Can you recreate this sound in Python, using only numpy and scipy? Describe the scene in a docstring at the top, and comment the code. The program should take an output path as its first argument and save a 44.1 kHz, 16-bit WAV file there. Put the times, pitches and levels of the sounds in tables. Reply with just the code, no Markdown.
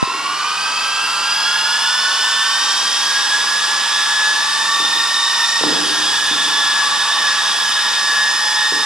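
"""In a bare, echoing hall, a toy helicopter with two stacked rotors runs up on a tiled floor.
Two small motors with eight-tooth pinions whine at their own speeds: shaken tones at shaft orders.
Gear rattle and blade rush are shaped noise; a few dull knocks are decaying sines in the hall.
One tap on the recorder opens the scene; two close microphone ports hear it all."""
import sys
import numpy as np
from scipy import signal
from scipy.fft import rfft, irfft, next_fast_len
from scipy.io import wavfile
from scipy.ndimage import uniform_filter1d

SR = 44100
rng = np.random.default_rng(int(sys.argv[2]) if len(sys.argv) > 2 else 0)


def int16_out(signal):
    """Quantize to a 16-bit WAV file."""
    q = np.round(np.clip(np.atleast_2d(signal).T, -1, 1) * 32767)
    wavfile.write(sys.argv[1], SR, q.astype(np.int16))


N = 390285


def gain_of(db):
    """Decibels to amplitude gain."""
    return 10 ** (np.asarray(db) / 20)


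def evened(x):
    """Scales to rms 1."""
    return x / np.sqrt(np.mean(abs(x) ** 2) + 1e-20)


def read(points, hz):
    """Columns of a table interpolated on a log-frequency axis."""
    f, *columns = np.transpose(points)
    return np.array([np.interp(np.log(hz + 1), np.log(f + 1), c) for c in columns])


def curve(rows, t):
    """Columns of a table interpolated over time."""
    s, *columns = np.transpose(rows)
    return [np.interp(t, s, c) for c in columns]


def wobble(hz):
    """Complex low-passed noise, rms 1, wandering about hz times a second."""
    step = 32  # samples between drawn points
    pole = np.exp(-2 * np.pi * hz * step / SR)
    a, b = rng.standard_normal((2, N // step + 1))
    slow = evened(signal.lfilter([1], [1, -pole], a + 1j * b))
    return np.interp(np.arange(N) / step, np.arange(len(a)), slow)


# decay of the hall: [band_hz, t60_s]
HALL_DECAY = [(200, 1.74), (1500, 1.77), (8000, 0.14)]


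def hall(x):
    """Sparse random-sign taps; each band dies at its own speed, with equal energy in all bands."""
    taps = np.zeros(2 * SR)
    at = np.arange(500, 2 * SR - 20, 20)
    taps[at + rng.integers(0, 20, len(at))] = rng.choice([-1., 1.], len(at))
    hz, t, bands = signal.stft(taps, SR, nperseg=512)
    t60 = read(HALL_DECAY, hz)[0][:, None]
    decayed = bands * gain_of(-60 * t / t60) / np.sqrt(t60)
    tail = signal.istft(decayed, SR, nperseg=512)[1]
    return signal.fftconvolve(x, tail / np.linalg.norm(tail))[:N]


# what the knocks ring with: [pitch_hz, level_db, t60_s]
KNOCK_RING = [(176.5, 0.5, 0.2), (266, -9, 0.19), (296, 3, 0.14), (367, -4, 0.082), (438, -1, 0.16)]
# knocks somewhere in the hall: [start_s, level_db, blow_hz, tick_amount, ring_share]
KNOCKS = [(0.075, -26, 390, 0.3, .05), (0.147, -30, 310, .3, .05), (4.801, -28, 358, -0.5, .3),
          (5.611, -24, 440, -.8, .4), (5.637, -18.5, 330, -5.5, .45), (5.667, -22, 280, .3, .4),
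          (5.723, -24, 400, -.5, .3), (6.312, -29, 290, 0, .6), (8.722, -23.5, 400, -.5, .3)]


def knocks():
    """A sharp tick, a short blow at its own pitch, then the low ring of what was struck."""
    t, out = np.arange(SR // 4) / SR, np.zeros(N + SR)
    ring = sum(gain_of(db - 60 * t / t60) * np.sin(2 * np.pi * hz * t) for hz, db, t60 in KNOCK_RING)
    tick = gain_of(-60 * t / .006) * np.sin(2 * np.pi * 900 * t)
    blow_envelope = gain_of(-60 * t / .022) * (1 - np.exp(-t / .0015))
    for start_s, level_db, blow_hz, tick_amount, ring_share in KNOCKS:
        blow = blow_envelope * np.sin(2 * np.pi * blow_hz * t)
        knock = tick_amount * tick + 3.24 * blow + ring_share * ring
        out[round(start_s * SR):][:len(t)] += gain_of(level_db) * knock
    # heard from afar, without deep bass
    return signal.lfilter(*signal.butter(3, 135, "high", fs=SR), out[:N])


# thump and its bounce: [start_s, thump_db, ring_db]
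TAPS = [(.0278, -1, -3.5), (.0377, -26, -10)]


def tap():
    """A tap on the case pushes the ports in opposite directions: a sagging thump and a short ring."""
    t, out = np.arange(SR // 10) / SR, np.zeros(N)
    # the thump's pitch falls as the case settles
    thump = gain_of(-60 * t / .03) * np.sin(5.6 * np.log(1 + t / .002))
    ring_turns = 800 * t + .3 * (1 - np.exp(-t / .0005))
    ring = gain_of(-60 * t / .02) * np.sin(2 * np.pi * ring_turns)
    for start_s, thump_db, ring_db in TAPS:
        out[round(start_s * SR):][:len(t)] += gain_of(thump_db) * thump + gain_of(ring_db) * ring
    push = np.zeros(N)  # brief, shared by both ports
    push[round(TAPS[0][0] * SR):][:len(t)] = gain_of(-12) * np.exp(-.5 * ((t - .0009) / .0003) ** 2)
    return np.array([out, -.96 * out]) + signal.lfilter(*signal.butter(2, 380, "high", fs=SR), push)


# first motor shaft: [time_s, speed_hz]
SPEED_A = [(0, 129.5), (.61, 158.2), (.8, 163), (1.91, 183.9), (2.4, 190.1), (2.83, 201.8), (3.36, 209.5),
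           (3.7, 212.3), (4.32, 213.2), (4.4, 219.3), (4.6, 223.2), (4.9, 228), (5.17, 230.5),
           (5.29, 235.5), (5.5, 235.5), (5.72, 209), (5.92, 205.3), (6.1, 209), (6.3, 212.7), (6.55, 213.8),
           (6.88, 211.8), (7.17, 215.5), (7.45, 209.8), (7.8, 211.5), (8.18, 213.2), (8.85, 214)]
# second motor shaft: [time_s, speed_hz]
SPEED_B = [(0, 161.9), (.38, 184.6), (.61, 195.3), (.8, 198.5), (1.2, 199.8), (1.4, 207.3), (1.7, 211.2),
           (1.91, 219.6), (2.4, 221.5), (2.63, 232.4), (4.5, 232.3), (4.62, 230), (4.85, 228.6),
           (5.3, 228.3), (5.4, 225.5), (5.66, 234.1), (6.05, 227.2), (6.55, 228.9), (7.17, 229.5),
           (7.43, 232.9), (7.8, 230.6), (8.4, 229.4), (8.85, 230.6)]


def speeds(t):
    """Shaft speeds of both motors."""
    return curve(SPEED_A, t) + curve(SPEED_B, t)


# rush of blades and gears: [time_s, level_db, brightness_db_per_octave], from 1.5 to 6 kHz
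RUSH = [(0, -23.5, -1), (.6, -22.5, 1), (1.5, -21, 1.5), (2.7, -21.5, 3), (3.8, -20, 2), (5.2, -22.5, 3),
        (6.0, -21.5, 3), (7.2, -19.5, 1.5), (8.85, -22, 2.5)]
# hollow body and microphone colour: [freq_hz, gain_db]
BODY = [(40, -23), (130, -17), (600, -10), (780, -5.5), (870, 3), (1350, 2), (2100, -7.5), (2800, -2),
        (4100, -5), (5200, 0), (6000, -7), (9500, -11), (11000, -14), (11900, -30.5), (14000, -58)]
# gear rattle bunches: [shaft_multiple, width_hz, lift_db]
RATTLE = [(7.96, 51, 5), (16.17, 150, 3), (22.7, 65, 2)]


def rush():
    """Noise through the body, bunched around the gear mesh, with drifting patches."""
    size, hop = 1024, 256
    frames, hz = N // hop + 5, np.fft.rfftfreq(size, 1 / SR)[:, None]
    t = (np.arange(frames) - 2) * hop / SR
    a, b, patches = rng.standard_normal((frames, size // 2 + 1, 3)).T
    patches = evened(uniform_filter1d(uniform_filter1d(patches, 10, 0), 16, 1))
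    level_db, bright_db = curve(RUSH, t)
    field_db = read(BODY, hz)[0] + level_db + .94 * patches
    field_db += bright_db * np.clip(np.log2((hz + 1) / 1500), 0, 2)
    for speed_hz in speeds(t):
        for k, width_hz, lift_db in RATTLE:
            field_db += lift_db * np.exp(-.5 * ((hz - k * speed_hz) / width_hz) ** 2)
    noise = signal.istft((a + 1j * b) * gain_of(field_db), nperseg=size, noverlap=size - hop)[1][:N]
    return gain_of(-19.5) * noise


def tone(turns, db, rough, wobble_hz):
    """A line whose strength and phase are shaken at random."""
    shake = (1 + rough * wobble(wobble_hz)) / np.sqrt(1 + rough ** 2)
    spin = np.exp(2j * np.pi * (turns + rng.random()))
    return np.sqrt(2) * gain_of(db) * (shake * spin).real


# whines of each motor, one, two, three times the mesh, then fifth order: shaft_multiple
ORDERS = (8, 16, 24, 5)
# frame resonances lifting any whine that passes: [center_hz, width_hz, lift_db]
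FRAME = [(902, 59, 12), (1204, 96, 9.5), (1663, 16.5, 3.5), (2680, 61, 3.5), (3332, 30, 5.5),
         (3560, 114, 6.5), (4920, 356, 17.5)]
EFFORT_DB, CRUISE_HZ = 27.5, 227  # whine growth for a tenfold speed, reference shaft speed


def whines(table, speed_hz, swell_db, own_db):
    """Level of each whine from effort, frame resonances, the shared swell and its own swell."""
    effort_db = EFFORT_DB * np.log10(speed_hz / CRUISE_HZ)
    lines = []
    for k, (db, share), extra_db in zip(ORDERS, table, own_db):
        frame_db = sum(lift_db / (1 + ((k * speed_hz - hz) / width_hz) ** 2)
                       for hz, width_hz, lift_db in FRAME)
        lines.append((k, db + frame_db + share * swell_db + effort_db + extra_db))
    return lines


# whines of the first motor, one row per order: [level_db, swell_share]
MESH_A = [(-28.5, 0.93), (-31, 0.24), (-42.5, .3), (-45, 0.14)]
# whines of the second motor, one row per order: [level_db, swell_share]
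MESH_B = [(-33, 0.91), (-32.5, 0.21), (-42.5, 0.87), (-41.5, 0.85)]
# whines swell and sink over time, each by its own curve:
# [time_s, swell_a_db, twice_mesh_a_db, thrice_mesh_a_db, swell_b_db, fifth_order_b_db]
SWELL = [(0, 3.5, -12, -6, 0, -25), (.6, -4.5, 3.5, -3, 1, -2), (1.5, 1, 1.5, 3, 4, -4),
         (2.1, 3, 1.5, 4, 7.5, 0), (2.9, -6, 4.5, -4, 1, 0.5), (3.25, 5, -7.5, -5, 0, -5.5),
         (3.9, -0.5, -0.5, -4, 0, -1), (4.33, 2, -6, -8, -3, -1), (4.42, 4, -13, 3, -4.5, 6.5),
         (5, -4.5, 6, -6, 4, 4), (5.5, -4, -5, 11, 6.5, -9), (5.84, -7.5, -3, -1, -2.5, -3),
         (6.12, -1, 0.5, -22, 2.5, -13), (6.7, 1, 0.5, -21, -4, 11.5), (7.2, 2.5, -8, -11, 5, -2.5),
         (7.6, 0, 3, -1, -1, -2), (8.1, 2, -14, -3, 5, -7), (8.45, 3, -2.5, 3, 6, -13),
         (8.85, 4, -7, -1, 7, -10)]
# second motor's thrice-mesh whine comes and goes on its own: [time_s, gain_db]
THRICE_B = [(0, 5), (1, -3), (2.4, 1.5), (2.7, 7), (3.2, 8), (3.6, -1), (4.6, -10), (5.2, 2), (5.8, -2)]
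# uneven teeth of the second pinion: [shaft_multiple, level_db, growth_db_per_tenfold_speed]
UNEVEN_B = [(6, -42, -30), (11, -30.5, 0), (13, -29.5, 0), (15, -32.5, 90), (21, -34, 0), (23, -35.5, -30)]
# beats of the crossing blades: [crossing_multiple, level_db, growth_db_per_tenfold_speed]
BLADES = [(1, -58, 60), (2, -58, -30), (3, -58, 30)]
# low throb at a little under half the blade-crossing rate, stronger from 5.8 s: [time_s, level_db]
THROB = [(0, -61), (5.5, -57), (5.8, -45), (7.8, -53), (8.85, -54)]
# unsteadiness of speed and whines: moderate at first, steadiest near 4 s,
# strongest from 4.8 to 7.7 s: [time_s, share]
UNSTEADINESS = [(0, .7), (2.6, .7), (3.6, .4), (4.4, .4), (4.8, 1.1), (7.7, 1.2), (8.0, .6), (8.85, .7)]
# mesh and twice-mesh whines mirrored below the switching rate: gain_db relative to the whine
MIRROR_DB = (-31.5, -22)
# thin steady whistle: [time_s, level_db]
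WHISTLE = [(0, -40), (5, -45), (6.5, -58)]
CROSSING = .2325  # blade crossings per turn of both motor shafts together
RUNOUT_RAD = .59  # out-of-round big gears swing each whine; at the mesh, for unsteadiness share 1
SWITCH_HZ, WHISTLE_HZ = 16000, 1911  # the speed controllers chop the current at SWITCH_HZ


def motors():
    """Shaft orders of both motors, blade beats, switching mirrors and whistle; high orders shake more."""
    t, out = np.arange(N) / SR, np.zeros(N)
    speed_a, speed_b = speeds(t)
    swell_a, twice_db, thrice_db, swell_b, fifth_db = curve(SWELL, t)
    mesh_a = whines(MESH_A, speed_a, swell_a, (0, twice_db, thrice_db, 0))
    mesh_b = whines(MESH_B, speed_b, swell_b, (0, 0, curve(THRICE_B, t)[0], fifth_db))

    # weak orders leave through the body
    growth_b = np.log10(speed_b / CRUISE_HZ)
    uneven = [(k, db + grow_db * growth_b + 2.4 * read(BODY, k * speed_b)[0])
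              for k, db, grow_db in UNEVEN_B]
    # every other tooth of the first pinion bites harder
    half_mesh = [(4, -41 + 2 * read(BODY, 4 * speed_a)[0])]

    crossing = CROSSING * (speed_a + speed_b)  # the rotors turn against each other
    beats = [(k, db + grow_db * np.log10(crossing / 103)) for k, db, grow_db in BLADES]
    beats.append((.46, curve(THROB, t)[0]))

    unsteady = curve(UNSTEADINESS, t)[0]
    groups = ((speed_a, mesh_a + half_mesh, .28, RUNOUT_RAD),
              (speed_b, mesh_b + uneven, .32, RUNOUT_RAD),
              (crossing, beats, .5, 0))
    for speed, lines, rough, runout in groups:
        # gusts on the blades make the speed flutter
        flutter = 1 + .0022 * unsteady * wobble(8).real
        turns = np.cumsum(speed * flutter) / SR
        swing = runout * unsteady * np.sin(np.pi * CROSSING * turns) / (2 * np.pi)
        for k, db in lines:
            line_turns = k * turns + swing * np.sqrt(k / ORDERS[0])
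            line_rough = rough * unsteady * (1.3 + (k / 21) ** 2)
            out += tone(line_turns, db, line_rough, 5 + 1.1 * k)

    for speed, mesh in ((speed_a, mesh_a), (speed_b, mesh_b)):
        for (k, db), mirror_db in zip(mesh, MIRROR_DB):
            mirror_turns = SWITCH_HZ * t - k * np.cumsum(speed) / SR
            out += tone(mirror_turns, db + mirror_db, .38, 40)
    return out + tone(WHISTLE_HZ * t, curve(WHISTLE, t)[0], .17, 4.7)


LINGER_HZ, LINGER_WIDTH_HZ, LINGER_DB = 1703, 2.5, 4


def linger(whine):
    """A sharp resonance holds the whine after it has moved on."""
    r = np.exp(-np.pi * LINGER_WIDTH_HZ / SR)
    poles = [1, -2 * r * np.cos(2 * np.pi * LINGER_HZ / SR), r ** 2]
    held = signal.lfilter([1 - r, 0, r - 1], poles, whine)
    return whine + gain_of(LINGER_DB) * held


# microphone ports: [freq_hz, likeness_0_1, left_lead_rad, left_minus_right_db]
PORTS = [(60, .97, 2.75, -.3), (120, .94, 2.2, 0), (260, .9, .9, .3), (600, .92, .28, -1.5),
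         (1000, .96, 0, -1.7), (2200, .94, -.2, -1.3), (5500, .95, -1.15, -1), (8500, .72, -1.8, .8),
         (11500, .68, -2.8, 0)]


def ports(near):
    """Both ports hear the same sound, shifted in phase, plus a share of unrelated reflections."""
    size = next_fast_len(N)
    same, lead_rad, balance_db = read(PORTS, np.fft.rfftfreq(size, 1 / SR))
    same = np.clip(same, 0, 1)
    alike = np.sqrt((1 + same) / 2) * rfft(near, size)
    unlike = np.sqrt((1 - same) / 2) * rfft(hall(near), size)
    shift = np.exp(.5j * lead_rad) * gain_of(balance_db / 2)
    pair = np.array([(alike + unlike) * shift, (alike - unlike) / shift])
    return irfft(pair, size)[:, :N]


def scene():
    """Motors and knocks with their hall echo, plus rush, at both ports; the tap hits the ports directly."""
    whine, thuds = motors(), knocks()
    whine = linger(whine)
    whine = whine + gain_of(-7) * hall(whine)
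    near = whine + thuds + gain_of(-.5) * hall(thuds) + rush()
    return ports(near) + tap()


CLIP, EDGE_HZ = .96, 14600  # overload level (full scale 1), band limit


def record(dry):
    """Overload flattens peaks beyond CLIP, such as the tap; a low-pass then limits the band."""
    lowpass = signal.firwin(511, EDGE_HZ, window=("kaiser", 9), fs=SR)
    return signal.oaconvolve(np.clip(dry, -CLIP, CLIP), lowpass[None], "same")


dry = scene()
out = record(dry)
int16_out(out)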